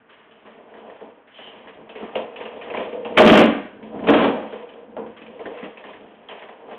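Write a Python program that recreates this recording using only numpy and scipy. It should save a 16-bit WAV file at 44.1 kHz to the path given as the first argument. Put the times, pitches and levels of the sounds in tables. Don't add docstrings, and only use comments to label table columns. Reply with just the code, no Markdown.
import sys
import numpy as np
from scipy import signal
from scipy.io import wavfile
from scipy.ndimage import uniform_filter1d

SR = 44100
rng = np.random.default_rng(int(sys.argv[2]) if len(sys.argv) > 2 else 0)


def pcm_store(signal):
    levels = np.round(np.clip(np.atleast_2d(signal), -1, 1) * 32767)
    wavfile.write(sys.argv[1], SR, levels.astype(np.int16).T)


N = 298998


def gain_of(db):
    return 10 ** (np.asarray(db) / 20)


def evened(x):
    return x / np.sqrt(np.mean(x ** 2) + 1e-20)


def add(mix, start_s, sound):
    part = mix[round(start_s * SR):][:len(sound)]
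    part += sound[:len(part)]


def colour(x, points):
    table_hz, db = np.transpose(points)
    hz = abs(np.fft.fftfreq(8192, 1 / SR))
    level_db = np.interp(np.log(hz + 1), np.log(table_hz + 1), db, left=min(db[0], -24))
    log_gain = level_db * np.log(10) / 20
    response = np.exp(np.conj(signal.hilbert(log_gain)))
    taps = np.fft.ifft(response).real[:4096]
    return signal.oaconvolve(x, taps)[:len(x)]


def resonate(x, hz, width_hz):
    turn = np.exp(2j * np.pi * hz * np.arange(len(x)) / SR)
    r = np.exp(-np.pi * width_hz / SR)
    smooth = signal.lfilter([1 - r], [1, -r], x / turn)
    return 2 * (turn * smooth).real


def ring(x, modes, centre_hz, spread):
    out = np.zeros(len(x))
    for k, (hz, width_hz, db) in enumerate(modes):
        r = np.exp(-np.pi * width_hz / SR)
        near = np.exp(-(np.log(hz / centre_hz) / spread) ** 2)
        mode = signal.lfilter([1 - r], [1, -r * np.exp(2j * np.pi * hz / SR)], x).real
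        out += (-1) ** k * near * gain_of(db) * 2 * mode
    return out


def grit(count, per_s, spread_db):
    size_db = spread_db * np.minimum(rng.exponential(1, count), 5)
    size = gain_of(size_db) * rng.choice([-1., 1.], count)
    return evened(size * (rng.random(count) < per_s / SR))


def lumps(count, lasts_s, depth_db):
    width = round(lasts_s * SR)
    slow = uniform_filter1d(uniform_filter1d(rng.standard_normal(count), width), width)
    return gain_of(depth_db * evened(slow))


# pitch_hz, relative density_db (per Hz)
STREET = [(18, -51), (30, -41), (154, -23), (285, -8.5), (329, -24.5), (647, -19.5), (1350, -20),
          (1470, -16), (4000, -43.5), (5200, -56.5), (8800, -120)]
# pitch_hz, relative density_db (per Hz)
RUMBLE = [(20, -1.5), (60, 4.5), (120, 12.5), (200, -11.5), (400, -41.5)]


def street():
    air, floor = rng.standard_normal((2, N))
    return gain_of(-61.5) * evened(colour(air, STREET)) + gain_of(-55.0) * evened(colour(floor, RUMBLE))


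# pitch_hz, t60_s
GARAGE_DECAY = [(100, 0.47), (400, 0.31), (1500, 0.66), (3500, 0.5)]


def garage(x):
    taps = np.zeros(SR)
    at = np.arange(260, SR - 20, 20)
    taps[at + rng.integers(0, 20, len(at))] = rng.choice([-1., 1.], len(at))
    hz, t, bands = signal.stft(taps, SR, nperseg=256)
    table_hz, table_t60_s = np.transpose(GARAGE_DECAY)
    t60_s = np.interp(hz, table_hz, table_t60_s)[:, None]
    tail = signal.istft(bands * gain_of(-60 * t / t60_s), SR, nperseg=256)[1]
    return signal.oaconvolve(x, tail / np.linalg.norm(tail))[:N]


# start_s, length_s, level_db, pitch_hz
SQUEAKS = [(1.290, 0.3, -53.5, 3020)]
SQUEAK_RISE_S, SQUEAK_FALL_S = 0.076, 0.1


def squeak():
    start_s, length_s, level_db, pitch_hz = SQUEAKS[0]
    t = np.arange(0, length_s, 1 / SR)
    rub = grit(len(t), per_s=3400, spread_db=2.5)
    whistle = evened(resonate(rub, pitch_hz, 86))
    hiss = evened(resonate(rub, pitch_hz, 560))
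    swell = np.clip(np.minimum(t / SQUEAK_RISE_S, (length_s - t) / SQUEAK_FALL_S), 0, 1) ** 2
    out = np.zeros(N)
    add(out, start_s, gain_of(level_db) * swell * (whistle + 1.14 * hiss))
    return out


# start_s, truck click_db, deck blow_db, click_hz, deck_hz,
# rattle after it rattle_db, shaking lasts_s, low thud_db
KNOCKS = [(0.093, -41, -55, 1480, 904, -44, 0.15, -60), (0.3105, -44, -45, 3160, 479, -46, 0.039, -56),
          (0.451, -41, -38, 1210, 361, -43, 0.1, -52), (0.739, -37, -51, 1730, 463, -50, 0.053, -59),
          (0.768, -42, -44, 1870, 479, -46, 0.043, -51), (0.874, -55, -40, 2040, 463, -56, 0.06, -48),
          (0.8985, -34.5, -48, 1750, 447, -46, 0.18, -45), (1.0069, -40, -33, 1810, 468, -50, 0.09, -47),
          (1.2734, -44.5, -57, 1720, 576, -47.5, 0.08, -63),
          (1.3854, -32, -35.5, 2990, 606, -43, 0.13, -47), (1.4717, -34, -37, 3090, 616, -54, 0.038, -56),
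          (1.6723, -33.5, -45, 1730, 649, -37, 0.038, -54),
          (1.892, -29.5, -38, 2910, 641, -44.5, 0.11, -50), (1.9525, -30, -29.5, 2200, 450, -39, 0.14, -38),
          (2.0246, -29.5, -23.5, 1200, 423, -37.5, 0.058, -31),
          (2.154, -17.5, -16, 2730, 536, -29, 0.048, -36), (2.1884, -41, -18, 3170, 528, -43, 0.029, -34),
          (2.3597, -25.5, -36.5, 2700, 686, -37, 0.078, -47),
          (2.4033, -32, -31.5, 2320, 536, -32.5, 0.06, -48),
          (2.453, -29.5, -30, 2650, 511, -32.5, 0.043, -41),
          (2.6128, -28.5, -29, 2600, 519, -33, 0.064, -47.5),
          (2.7006, -27, -33, 2520, 923, -37.5, 0.054, -41),
          (2.7383, -22.5, -22.5, 1990, 705, -29, 0.11, -37),
          (2.7721, -22, -18.5, 2330, 444, -31, 0.035, -31.5),
          (2.7967, -34, -20, 2980, 528, -35, 0.058, -39.5), (2.925, -33, -23.5, 2470, 444, -46, 0.045, -40),
          (3.0484, -25.5, -23, 2650, 751, -34, 0.045, -32),
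          (3.828, -36.5, -50, 2420, 226, -45.5, 0.071, -44),
          (3.96, -44.5, -35.5, 1210, 633, -48, 0.051, -26),
          (3.9905, -38.5, -21, 1960, 256, -45, 0.06, -26.5),
          (4.0376, -33.5, -22.5, 2620, 242, -37.5, 0.076, -24.5),
          (4.525, -30.5, -24.5, 1760, 474, -36, 0.069, -35), (4.689, -37, -50, 2800, 703, -46, 0.066, -46),
          (4.7363, -42, -34.5, 3220, 498, -57, 0.057, -48), (4.9648, -38, -22, 1270, 598, -54, 0.029, -35),
          (4.9834, -44, -25, 1310, 406, -45.5, 0.069, -31.5),
          (5.0624, -36, -36.5, 1350, 205, -46.5, 0.077, -42),
          (5.164, -38.5, -59.5, 1470, 441, -40.5, 0.094, -52),
          (5.216, -36, -31.5, 2470, 223, -45, 0.06, -39), (5.2636, -31.5, -45, 2500, 476, -47, 0.029, -46),
          (5.393, -34.5, -27, 2190, 466, -44.5, 0.056, -37),
          (5.456, -24.5, -20.5, 1750, 441, -38, 0.045, -28), (5.573, -31, -51, 1200, 479, -37, 0.09, -52.5),
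          (5.6266, -30.5, -23.5, 1940, 221, -34, 0.047, -28),
          (5.7723, -29.5, -53, 2620, 662, -39.5, 0.06, -50), (5.84, -30, -39, 1710, 875, -39, 0.12, -51),
          (5.884, -41, -35, 2490, 896, -39, 0.047, -44), (5.933, -34, -38.5, 1810, 452, -41, 0.04, -48),
          (6.2861, -29, -35.5, 3140, 950, -37, 0.12, -56), (6.311, -32, -35.5, 2780, 603, -40.5, 0.14, -60),
          (6.4228, -31.5, -50, 1990, 1010, -45, 0.074, -54), (6.486, -36, -34, 1740, 810, -45, 0.039, -56),
          (6.6827, -45, -34, 1300, 794, -46, 0.084, -43), (6.7111, -32.5, -32, 1720, 767, -43, 0.14, -44)]
# pitch_hz, width_hz, level_db
DECK = [(225, 30.6, 5), (316, 84, -4.5), (386.5, 66, -2), (454, 21.8, 1.5), (512.3, 12, -2),
        (631, 76, -5.5), (710, 27, -5), (788.6, 48.6, -9), (935.6, 36, -8.5), (1016, 36, -8),
        (1278, 570, -21.5)]
# pitch_hz, relative density_db (per Hz)
TRUCKS = [(500, -14), (900, 2), (1150, 3.5), (1400, -6.5), (1750, -1), (2100, -3), (2700, -2.5), (3200, -3),
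          (4500, -6.5)]
CLICK_S = 0.012
JOLT_SHARE = 0.46


def knocks():
    out, t = np.zeros(N), np.arange(round(.2 * SR)) / SR
    since = np.array([t, t - .002])
    thud = ring(np.exp(-((t - .004) / 0.00065) ** 2), DECK, 260, spread=0.7)
    for start_s, click_db, blow_db, click_hz, deck_hz, _, lasts_s, thud_db in KNOCKS:
        decay_s = np.array([[CLICK_S], [JOLT_SHARE * lasts_s]])
        snap, push = rng.standard_normal((2, len(t))) * np.exp(-since / decay_s) * (since >= 0)
        push += 4 * np.exp(-((since[1] - .0004) / .0001) ** 2)
        click = resonate(resonate(snap, click_hz, 690), click_hz, 690) + 0.55 * colour(snap, TRUCKS)
        blow = ring(push, DECK, deck_hz, spread=0.26) + gain_of(-18.5) * colour(push, RUMBLE)
        for level_db, sound in (thud_db, thud), (click_db, click), (blow_db, blow):
            add(out, start_s, gain_of(level_db) * sound / abs(sound).max())
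    return out


# start_s, rise_s, hold_s (after start_s), hollow boom_db,
# plywood skin_db, metal lip_db
RAMP = [(3.168, 0.0032, 0.24, 6.5, 6, -10.5), (4.056, 0.024, 0.2, 0.5, 4, -18.5)]
# start_s, lip_db, plywood skin_db, hollow boom_db
SLAMS = [(3.1742, 1.5, 13.5, 8), (3.182, 3, 14.5, 7), (3.1998, -13, 22.5, 0), (3.2494, -30, 19, 16),
         (3.274, -0.5, 12, 9.5), (3.299, -0.5, 5, 23.5), (3.3294, -12, 21, 10.5), (3.352, -11, 9.5, 11),
         (3.3719, -1.5, 15, 9.5), (3.392, -9.5, 14, 13.5), (3.408, -9, 10, 15), (4.071, -22, 9.5, 2),
         (4.0862, -5.5, 14.5, 11), (4.1018, -24, 15.5, 14), (4.137, -9.5, 12.5, -4.5),
         (4.1846, -18, 11.5, -4), (4.2394, -15.5, 6.5, 2)]
# pitch_hz, width_hz, level_db
PLYWOOD = [(130, 12, -10.5), (210.7, 23.6, 4), (250.5, 29, 2), (289.2, 17.6, 1.5), (315.2, 14.8, -0.5),
           (343, 82, -4.5), (476.3, 51.5, -3), (539.6, 31.3, -3.5), (613, 55, -3.5), (741.5, 42, -6.5),
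           (821, 87, -9.5), (990, 190, -12.5), (1018.6, 27, -7)]
# pitch_hz, relative density_db (per Hz)
LIP = [(700, -43), (1100, 4), (1400, -1), (1560, 1.5), (2000, -4), (2420, -1.5), (3120, -2.5), (4500, -4)]
WOOD_FADE_DB_PER_S, LIP_FADE_DB_PER_S = 126.5, 229.5
SLAM_S = 0.012


def ramp():
    boom, skin, clank = np.zeros((3, N))
    t = np.arange(round(.6 * SR)) / SR
    for start_s, rise_s, hold_s, boom_db, skin_db, lip_db in RAMP:
        chatter = grit(len(t), per_s=4000, spread_db=0.67) * np.minimum(1, t / rise_s) ** 2
        after = np.maximum(t - hold_s, 0)
        add(boom, start_s, chatter * gain_of(boom_db - WOOD_FADE_DB_PER_S * after))
        add(skin, start_s, chatter * gain_of(skin_db - WOOD_FADE_DB_PER_S * after))
        add(clank, start_s, chatter * gain_of(lip_db - LIP_FADE_DB_PER_S * after))
    t = np.arange(round(.1 * SR)) / SR
    for start_s, lip_db, skin_db, boom_db in SLAMS:
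        crack = rng.standard_normal(len(t)) * np.exp(-t / SLAM_S)
        add(clank, start_s, gain_of(lip_db) * crack)
        add(skin, start_s, gain_of(skin_db) * crack)
        add(boom, start_s, gain_of(boom_db) * crack)
    low = ring(boom, PLYWOOD, 290, spread=0.7) + gain_of(-4.0) * colour(boom, RUMBLE)
    return low + ring(skin, PLYWOOD, 720, spread=0.96) + colour(clank, LIP)


SHAKE_RISE_S = 0.0096


def shaken(times_s, levels_db, fades_s):
    power, t = np.zeros(N), np.arange(SR // 2) / SR
    for start_s, level_db, fade_s in zip(times_s, levels_db, fades_s):
        shape = np.minimum(t / SHAKE_RISE_S, 1) * np.exp(-t / max(fade_s, .01))
        add(power, start_s, (gain_of(level_db) * shape) ** 2)
    return np.sqrt(power)


# start_s, deck buzz_db, deck flex_db, hollow drone_db, truck rattle_db
ROLL = [
    [(0.0, -63, -64, -77, -62), (0.89, -44, -54.5, -55, -51), (1.17, -60, -66, -62, -69),
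     (1.39, -54.5, -62, -65, -50), (1.54, -51.5, -54.5, -53, -44.5), (1.89, -49, -51, -63, -54.5),
     (2.12, -49, -57, -49.5, -44.5), (2.39, -41.5, -50.5, -42.5, -51.5), (2.76, -43.5, -49, -46, -41),
     (2.99, -48.5, -44.5, -29.5, -50.5), (3.15, -36.5, -38, -33.5, -40)],
    [(3.76, -54, -48.5, -63, -56.5), (3.94, -39.5, -37.5, -42, -50), (4.05, -43, -39, -42, -48.5)],
    [(4.45, -38.5, -54, -42, -42.5), (4.75, -50, -52.5, -42, -53), (5.07, -54, -47, -51, -66),
     (5.57, -44, -55, -39.5, -40.5), (5.73, -46.5, -61, -52.5, -55.5), (5.98, -50.5, -50, -64, -54),
     (6.22, -51.5, -57, -53, -52.5), (6.52, -50.5, -66, -66, -55), (6.78, -45, -46, -48, -47)],
]
HOLLOW = 486, 40.5
SPOT_DB = 4.5
AFTER_BUZZ_DB, AFTER_FLEX_DB = -8.5, -17.5
TILT_DB = 3


def rolling():
    t = np.arange(N) / SR
    start_s, *columns = np.transpose(np.concatenate(ROLL))
    buzz_db, flex_db, drone_db, trucks_db = (np.interp(t, start_s, c) for c in columns)
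    at_s, _, blow_db, click_hz, deck_hz, rattle_db, lasts_s, _ = np.transpose(KNOCKS)
    spot_db = SPOT_DB * np.log2(deck_hz / 500)

    road = grit(N, per_s=1500, spread_db=1) * lumps(N, lasts_s=0.037, depth_db=2.0)
    flex = evened(ring(road, DECK, 278, spread=0.44)) + gain_of(6.5) * evened(colour(road, RUMBLE))
    buzz = evened(ring(road, DECK, 701, spread=0.64))
    drone = evened(resonate(resonate(road, *HOLLOW), *HOLLOW))
    flex *= np.hypot(gain_of(flex_db), shaken(at_s, blow_db + AFTER_FLEX_DB - spot_db, lasts_s))
    buzz *= np.hypot(gain_of(buzz_db), shaken(at_s, blow_db + AFTER_BUZZ_DB + spot_db, lasts_s))

    loose = np.hypot(gain_of(trucks_db), shaken(at_s, rattle_db, lasts_s))
    latest_knock = np.searchsorted(at_s[1:], t)
    tilt_db = TILT_DB * np.log2(click_hz / 2200)[latest_knock]
    rattle = np.zeros(N)
    for step in (-1, -.5, 0, .5, 1):
        part = grit(N, per_s=3600, spread_db=1.0) * lumps(N, lasts_s=.015, depth_db=2.5)
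        part_hz = 2000 * 2 ** (0.69 * step)
        rattle += gain_of(tilt_db * step) * loose * resonate(part, part_hz, 0.34 * part_hz)
    return flex + buzz + gain_of(drone_db) * drone + colour(rattle, TRUCKS)


def scene():
    board = rolling() + knocks() + squeak()
    wood = ramp()
    echoes = garage(gain_of(-10.5) * board + gain_of(-7.5) * wood)
    return (board + wood + echoes + street())[None]


# pitch_hz, gain_db
PHONE = [(150, -12), (200, -0.5), (3200, 2.5), (3500, -4.5), (3900, -13), (4300, -23), (4700, -87.5),
         (5200, -110)]
OVERLOAD, CEILING = 1, .715
EDGE_HZ = 15900


def record(dry):
    squeezed = OVERLOAD * np.tanh(dry[0] / OVERLOAD)
    narrow = colour(squeezed, PHONE)
    clipped = np.clip(narrow, -CEILING, CEILING)
    low_pass = signal.firwin(511, EDGE_HZ, window=("kaiser", 9), fs=SR)
    return signal.oaconvolve(clipped, low_pass, "same")[None]


dry = scene()
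out = record(dry)
pcm_store(out)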